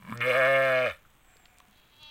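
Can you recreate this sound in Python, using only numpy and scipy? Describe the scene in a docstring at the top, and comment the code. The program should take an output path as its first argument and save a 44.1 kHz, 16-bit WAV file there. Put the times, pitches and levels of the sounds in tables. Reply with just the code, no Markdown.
"""A sheep a few steps away in an outdoor pen grunts through its nose, then opens into one long, low bleat:
vocal-fold pulses ring its throat, rough at first, clear on the held note, creaky at the end, coloured by
echoes off the hard ground and fences. Small ticks and thuds of grit and handling follow, with a thin far
whistle and a faint far bleat. Last, a lamb starts a high, nasal call. Soft outdoor air runs underneath."""
import sys
import numpy as np
from scipy import signal
from scipy.fft import rfft, irfft
from scipy.io import wavfile
from scipy.ndimage import uniform_filter1d, map_coordinates

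SR = 44100
rng = np.random.default_rng(int(sys.argv[2]) if len(sys.argv) > 2 else 0)


def digitize_waveform(pressure):
    """Quantize a signal to 16-bit integers and store it at the path in sys.argv[1].

    Rows of a 2-D input are taken as channels; values are limited to [-1, 1].
    """
    field = np.atleast_2d(pressure).T
    bounded = np.clip(field, -1, 1)
    quanta = np.round(bounded * 32767).astype(np.int16)
    wavfile.write(sys.argv[1], SR, quanta)


N = 92610
TIME = np.arange(N) / SR

# The bleat's melody: lead-in, held note, falling tail (time [s], pitch [Hz])
PITCH_ONSET = [(0.12, 116.2), (0.19, 119.6)]
PITCH_HELD = [(0.22, 118.5), (0.248, 126.1), (0.28, 129.8), (0.296, 128.9), (0.318, 119), (0.328, 121.9),
              (0.38, 136), (0.426, 127.5), (0.484, 135.8), (0.518, 134.7), (0.634, 134.1), (0.704, 130.6),
              (0.748, 129.3), (0.85, 125.1)]
PITCH_FALL = [(0.871, 111), (0.898, 93.93), (0.938, 73.8)]
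# Gravel in the vocal folds (time [s], roughness [0-1])
ROUGHNESS = [(0.2, 0.59), (0.32, 0.76), (0.42, 0.31), (0.5, 0.23), (0.68, 0.22), (0.82, 0.44), (0.88, 0.93)]
# First resonance, rising as the mouth opens (time [s], centre [Hz])
JAW = [(0.22, 518), (0.29, 509), (0.37, 585), (0.55, 590), (0.8, 589.5), (0.89, 547.6)]
# Second resonance, lifted by the tongue (time [s], centre [Hz])
TONGUE = [(0.13, 1170), (0.155, 1300), (0.175, 1790), (0.2, 1900), (0.24, 1717), (0.42, 1712), (0.55, 1768),
          (0.7, 1700), (0.82, 1545), (0.91, 1754)]
# Steady throat resonances in three registers (centre [Hz], width [Hz], gain [dB])
MIDDLE = [(1196, 103, -4), (1395, 100, -1), (1576, 170, -9), (1900, 310, -13)]
UPPER = [(2187, 84, 6.5), (2300, 48, 7), (2340, 225, 3.5), (3080, 150, -11.5)]
TREBLE = [(3370, 340, 2), (4180, 156, -2), (4670, 330, -10), (5500, 660, -11.5), (5930, 580, -11.5),
          (6570, 110, -27)]
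# The mouth as four register faders (time [s], low [dB], middle [dB], upper [dB], treble [dB])
MOUTH_CLOSED = [(0.1, -84, -55, -75, -104), (0.135, -63, -43, -59, -77), (0.16, -51.5, -47, -58, -64)]
MOUTH_OPEN = [(0.2, -49, -52, -50, -88), (0.206, -40.5, -35.5, -44, -44), (0.214, -49, -31.5, -27, -54.5),
              (0.254, -35, -33.5, -32, -53.5), (0.278, -25.5, -35.5, -32, -46),
              (0.31, -24.5, -34, -26, -47.5), (0.332, -32.5, -31, -36, -46.5),
              (0.354, -25.5, -28.5, -28, -48), (0.396, -24.5, -27.5, -39.5, -47),
              (0.404, -25, -26, -30, -54), (0.446, -25, -25.5, -30, -47.5), (0.53, -24, -29.5, -33, -49.5),
              (0.558, -25, -29, -26, -49.5), (0.6, -24.5, -27.5, -40, -52), (0.628, -25.5, -30, -30.5, -50),
              (0.706, -26, -28.5, -36.5, -50), (0.782, -26, -32, -29.5, -50),
              (0.806, -27, -32, -35.5, -49.5), (0.845, -28, -38, -30.5, -56)]
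MOUTH_CLOSING = [(0.857, -27, -34, -32, -50), (0.863, -28, -30.5, -29.5, -49), (0.872, -28, -33, -32, -49),
                 (0.881, -31, -41, -39, -51), (0.893, -40, -41, -38, -51), (0.912, -48, -38, -40, -52),
                 (0.924, -58, -50, -50, -59), (0.975, -78, -70, -69, -73)]
# Chest fundamental, the body under the bleat (time [s], level [dB])
CHEST = [(0.09, -77), (0.125, -45), (0.2, -40.5), (0.33, -46.5), (0.55, -43), (0.85, -46.5), (0.92, -51),
         (0.99, -81)]
def bleat():
    """Fold pulses ring the throat; the mouth rides each register's level, over a clean chest tone."""
    hz, = in_time(PITCH_ONSET + PITCH_HELD + PITCH_FALL)
    rough, = in_time(ROUGHNESS)
    jaw_hz, = in_time(JAW)
    tongue_hz, = in_time(TONGUE)
    pulses, noise, phase = folds(hz, rough)
    # The higher the register, the more breath in its drive.
    clear = ground_echo(pulses + 0.07 * rough * noise)
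    raspy = fence_echoes(ground_echo(pulses + rough * noise))
    airy = fence_echoes(ground_echo(pulses + (0.44 + 3.9 * rough) * noise))
    low = moving_resonance(clear, jaw_hz, width_hz=130)
    low = moving_resonance(low, jaw_hz, width_hz=130)   # twice, for steeper skirts
    middle = resonate(raspy, MIDDLE) + from_db(-1) * moving_resonance(raspy, tongue_hz, width_hz=107)
    registers = [band(low, [400, 815], "band", order=4),
                 band(middle, [944, 2100], "band", order=4),
                 band(resonate(raspy, UPPER), [1900, 3150], "band", order=3),
                 band(resonate(airy, TREBLE), [3100, 7000], "band", order=4)]
    mouth = MOUTH_CLOSED + MOUTH_OPEN + MOUTH_CLOSING
    faders_db = in_time(mouth)
    low_db, middle_db = faders_db[:2]
    voice = sum(levelled(x) * from_db(db) for x, db in zip(registers, faders_db))
    turbulence = rms_one(band(noise, [795, 1130], "band")) * rough * from_db(middle_db - 14)
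    opening = np.clip(from_db(.5 * (low_db + 29.5)), 0, 1)   # an open mouth lets the overtones out
    overtones = from_db(-2.5) * np.sin(2 * phase) + from_db(-6) * np.sin(3 * phase)
    chest = np.sqrt(2) * (np.sin(phase) + opening * overtones)
    return (voice + turbulence) * gate(mouth) + chest * envelope(CHEST)


def folds(hz, rough, jitter=0.02, shimmer_db=1):
    """Vocal folds: uneven pulses, a puff of breath noise with each, and the phase of the cycle."""
    turns = np.cumsum(hz * (1 + jitter * rough * drift(80.2))) / SR
    cycle = turns.astype(int)
    starts = np.flatnonzero(np.diff(cycle)) + 1
    late = (turns[starts] % 1) * SR / hz[starts]   # splits each pulse between two samples
    strength = from_db(shimmer_db * rough[starts] * rng.standard_normal(N)[cycle[starts]])
    pulses = np.zeros(N)
    pulses[starts], pulses[starts - 1] = strength * (1 - late), strength * late
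    puffs = np.exp(-(turns % 1) / 0.17) + 0.027
    return rms_one(pulses), rms_one(rng.standard_normal(N) * puffs), 2 * np.pi * turns


# Breathy top of the bleat (time [s], level [dB])
BREATH_LEVEL = [(0.0, -76.5), (0.1, -65.5), (0.15, -57), (0.195, -95), (0.21, -56), (0.3, -54), (0.48, -56),
                (0.7, -57.5), (0.87, -62), (0.93, -67), (0.98, -72)]
# Its sheen (centre [Hz], width [Hz], gain [dB])
BREATH_COLOUR = [(7600, 1200, -4.5), (8450, 280, 5), (9670, 600, -4), (11340, 1000, -3), (14100, 1100, -2),
                 (15370, 960, -8)]
def breath():
    """Air rushing through the sheep's throat: a high hiss with a slight flutter."""
    noise = resonate(rng.standard_normal(N), BREATH_COLOUR)
    hiss = ground_echo(band(noise, 6800, "high", order=4))
    return rms_one(hiss) * envelope(BREATH_LEVEL) * from_db(1.83 * drift(59))


# Closed-mouth hum (time [s], pitch [Hz], level [dB])
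HUM = [(0.0, 201.5, -56), (0.04, 176.7, -57.5), (0.075, 192.5, -50.5), (0.105, 211.6, -39),
       (0.125, 212.5, -39.5), (0.16, 206, -52), (0.2, 202, -85)]
# Rasp through the nose (time [s], level [dB])
GRUNT_RASP = [(0.0, -66), (0.04, -59.5), (0.08, -49), (0.115, -45), (0.135, -49.5), (0.16, -79)]
# Single creaks of the folds (time [s], peak [dB])
CREAKS = [(0.024, -40.5), (0.05, -37.5), (0.074, -36.5), (0.124, -26)]
# Nasal colour (centre [Hz], width [Hz], gain [dB])
NOSE = [(168, 72, 8.5), (1016, 80, 8), (1550, 390, 0), (2270, 133, 3), (2700, 600, -9)]
def grunt():
    """Before the mouth opens: a hum, a rasp an octave below it and a few creaks through the nose."""
    hz, db = in_time(HUM)
    out = tone(hz * (1 + 0.097 * drift(40))) * from_db(db) * gate(HUM)
    pulses, noise, _ = folds(hz / 2, rough=np.ones(N))
    rasp = band(resonate(pulses + 4.5 * noise, NOSE), 5400, "low")
    out += rms_one(ground_echo(rasp)) * envelope(GRUNT_RASP)
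    for start, peak_db in CREAKS:
        pulse = signal.unit_impulse(N, int(start * SR))
        creak = ground_echo(band(resonate(pulse, NOSE), 3700, "low", order=3))
        out += from_db(peak_db) * creak / np.abs(creak).max()
    return out


# The lamb's call and the far bleat (time [s], pitch [Hz], level [dB], roughness [0 = clean])
LAMB = [(1.7, 285, -74, 1.1), (1.79, 290.7, -64.5, 1.04), (1.88, 292.7, -71, 0.73),
        (1.94, 293.5, -64.5, 0.42), (1.98, 299, -62, 0.2), (2.02, 307.4, -52.5, 0),
        (2.03, 301.4, -49.5, 0.17), (2.1, 299, -50, .08)]
FAR_BLEAT = [(1.15, 232.6, -85, 0.77), (1.3, 256, -65, 1.11), (1.45, 243.6, -67.5, .6),
             (1.62, 240.3, -67, 0.28), (1.8, 258.3, -77, 0.4), (1.95, 245, -72, .9)]
# Their throats (centre [Hz], width [Hz], gain [dB])
LAMB_THROAT = [(620, 90, -19), (896, 47, -12), (1230, 230, -17.5), (2700, 240, -7.5), (3310, 90, 0.5),
               (3890, 170, -3.5), (4480, 550, -12.5), (6200, 620, -21)]
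FAR_THROAT = [(728, 50, -2.5), (1510, 360, -10), (2380, 260, -6.5)]
def flock_call(curve, throat, rasp):
    """Another animal of the flock: pulses and breath ring its throat, and the level shakes when rough."""
    hz, db, rough = in_time(curve)
    pulses, noise, _ = folds(hz, rough)
    voice = band(resonate(pulses + rasp * rough * noise, throat), 4600, "low")
    return levelled(voice) * from_db(db + 2.5 * rough * drift(30)) * gate(curve)


# Ticks of grit and handling (time [s], peak [dB], centre [Hz], width [Hz], decay [s])
TICKS = [(0.175, -31, 2960, 3980, 0.00069), (1.051, -50, 1350, 200, 0.0042),
         (1.369, -45, 2180, 3440, 0.0004), (1.455, -42.5, 2700, 1950, 0.001),
         (1.458, -38.5, 2690, 1960, 0.00064), (1.5852, -37, 9050, 8000, 0.0002),
         (1.603, -47, 1010, 400, 0.0016), (1.602, -42.5, 2560, 2960, 0.001),
         (1.683, -53, 7020, 8000, 0.0023), (2.031, -47, 6000, 8200, 0.0017)]
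def ticks(grains_per_s=350, grit_db=-76):
    """Short dry contacts, each a noise burst through one resonance, over a sprinkle of fainter grit."""
    out = np.zeros(N)
    for start, peak_db, hz, width_hz, decay_s in TICKS:
        burst = rng.standard_normal(N) * (TIME >= start) * np.exp(-np.abs(TIME - start) / decay_s)
        tick = band(resonate(burst, [(hz, width_hz, 0)]), hz + 2 * width_hz, "low")
        out += from_db(peak_db) * tick / np.abs(tick).max()
    grains = (rng.random(N) < grains_per_s / SR) * rng.standard_normal(N)
    grit = band(grains + 1e-18, [1500, 12000], "band", order=1)
    return out + from_db(grit_db) * rms_one(grit)


# Soft thuds of hooves and handling (time [s], gain [dB], pitch [Hz], decay [s])
THUDS = [(0.022, -55, 137, 0.029), (0.047, -40, 149, 0.0085), (1.358, -48, 450, 0.0036),
         (1.678, -58, 204, 0.039), (2.019, -47.5, 135, 0.0078)]
def thuds(attack_s=0.0026):
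    """Low knocks: damped sines with a rounded attack."""
    out = np.zeros(N)
    for start, db, hz, decay_s in THUDS:
        age = np.maximum(TIME - start, 0)
        shape = np.exp(-age / decay_s) * (1 - np.exp(-age / attack_s))
        out += from_db(db) * np.sin(2 * np.pi * hz * age) * shape
    return out


# Two strands of far whistle, each a list of (time [s], pitch [Hz], level [dB])
WHISTLES = [
    [(1.05, 7600, -83), (1.19, 8380, -79), (1.24, 7950, -78), (1.3, 7670, -69), (1.42, 7550, -70.5),
     (1.5, 7400, -80), (1.6, 6970, -77)],
    [(1.25, 8450, -79), (1.45, 8330, -88), (1.55, 8060, -80), (1.65, 8350, -87), (1.75, 8300, -90)],
]
def whistle():
    """Thin, unsteady tones that waver and sink slowly."""
    out = np.zeros(N)
    for strand in WHISTLES:
        hz, db = in_time(strand)
        out += tone(hz + 130 * drift(350)) * from_db(db + 2.5 * drift(40)) * gate(strand)
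    return out


# Ground bounce, shifting as the sheep walks (time [s], delay [ms])
GROUND_DELAY = [(0.1, 1.73), (0.55, 1.76), (0.9, 1.64)]
def ground_echo(x, gain=0.43):
    """Direct sound plus its bounce off the hard ground: a slowly moving comb filter."""
    delay_ms, = in_time(GROUND_DELAY)
    return x + gain * map_coordinates(x, [np.arange(N) - delay_ms * SR / 1000], order=3)


# Reflections off the fence and troughs (delay [ms], gain [linear])
FENCE_ECHOES = [(3.7, 0.24), (5.6, 0.3), (11.3, 0.24)]
def fence_echoes(x):
    """Early echoes that fill the gaps between pulses."""
    return x + sum(gain * np.interp(TIME - ms / 1000, TIME, x, left=0) for ms, gain in FENCE_ECHOES)


def pen_reverb(x, t60_s=0.22, wet_db=-19, predelay_s=0.008):
    """A faint, thin tail from the fences."""
    decay = from_db(-60 * TIME / t60_s) * (TIME > predelay_s)
    tail = band(rng.standard_normal(N) * decay, [330, 6800], "band")
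    return from_db(wet_db) * signal.fftconvolve(x, tail / np.linalg.norm(tail))[:N]


# EQ curve of the outdoor bed (frequency [Hz], gain [dB])
AIR_EQ = [(25, -1), (90, -8), (170, -13), (400, -20), (800, -19), (1100, -17.5), (3500, -23.5), (5000, -43),
          (6500, -31.5), (8000, -35), (11000, -36.5), (15500, -28.5)]
def air(level_db=-61.5):
    """Steady outdoor rumble and hiss."""
    hz, db = np.transpose(AIR_EQ)
    bins_hz = np.fft.rfftfreq(N, 1 / SR)
    colour = from_db(np.interp(np.log(bins_hz + 1), np.log(hz), db))
    return from_db(level_db) * rms_one(irfft(rfft(rng.standard_normal(N)) * colour, N))


def from_db(db):
    """Decibels to gain."""
    return 10 ** (np.asarray(db) / 20)


def rms_one(x):
    """Scale to unit rms."""
    return x / np.sqrt(np.mean(x ** 2) + 1e-20)


def levelled(x, size=1000):
    """Hold the level at rms 1 over a few cycles."""
    power = uniform_filter1d(uniform_filter1d(x * x, size), size)
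    return x / np.sqrt(np.abs(power) + 1e-14)


def in_time(rows):
    """Each column of a curve, sample by sample."""
    times, *columns = np.transpose(rows)
    return [np.interp(TIME, times, column) for column in columns]


def gate(rows):
    """Open while a curve lasts, with soft edges."""
    return uniform_filter1d(1.0 * ((TIME >= rows[0][0]) & (TIME <= rows[-1][0])), size=400)


def envelope(rows):
    """A level curve as a gain, silent outside its span."""
    return from_db(in_time(rows)[0]) * gate(rows)


def tone(hz):
    """A sine of rms 1 that follows a pitch curve."""
    return np.sqrt(2) * np.sin(2 * np.pi * np.cumsum(hz) / SR)


def band(x, hz, kind, order=2):
    """Butterworth filter."""
    return signal.sosfilt(signal.butter(order, np.clip(hz, 10, .47 * SR), kind, fs=SR, output="sos"), x)


def drift(hz):
    """Random wobble of rms 1, low-passed at hz."""
    return rms_one(band(rng.standard_normal(2 * N), hz, "low")[N:])


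def resonator(hz, width_hz):
    """Coefficients of one resonance with gain 1 at its peak."""
    r = np.exp(-np.pi * width_hz / SR)
    return (1 - r * r) / 2 * np.array([1, 0, -1]), [1, -2 * r * np.cos(2 * np.pi * hz / SR), r * r]


def resonate(x, rows):
    """Parallel resonances of alternating sign."""
    return sum((-1) ** k * from_db(db) * signal.lfilter(*resonator(hz, width_hz), x + 1e-18)
               for k, (hz, width_hz, db) in enumerate(rows))


def moving_resonance(x, hz, width_hz, size=128):
    """A resonance whose centre follows a curve."""
    out, state = np.zeros(N), np.zeros(2)
    for i in range(0, N, size):
        out[i:i + size], state = signal.lfilter(*resonator(hz[i], width_hz), x[i:i + size], zi=state)
    return out


def scene():
    """Mono mix: near sources with the pen's reverb, far ones dry, and the air underneath."""
    near = bleat() + breath() + grunt() + ticks() + thuds() + flock_call(LAMB, LAMB_THROAT, rasp=1.5)
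    far = flock_call(FAR_BLEAT, FAR_THROAT, rasp=3.1) + whistle()
    return (near + pen_reverb(near) + far + air())[None]


def record(dry):
    """A steep high cut at 15.9 kHz."""
    return signal.sosfilt(signal.ellip(12, .1, 80, 15900, fs=SR, output="sos"), dry)


dry = scene()
out = record(dry)
digitize_waveform(out)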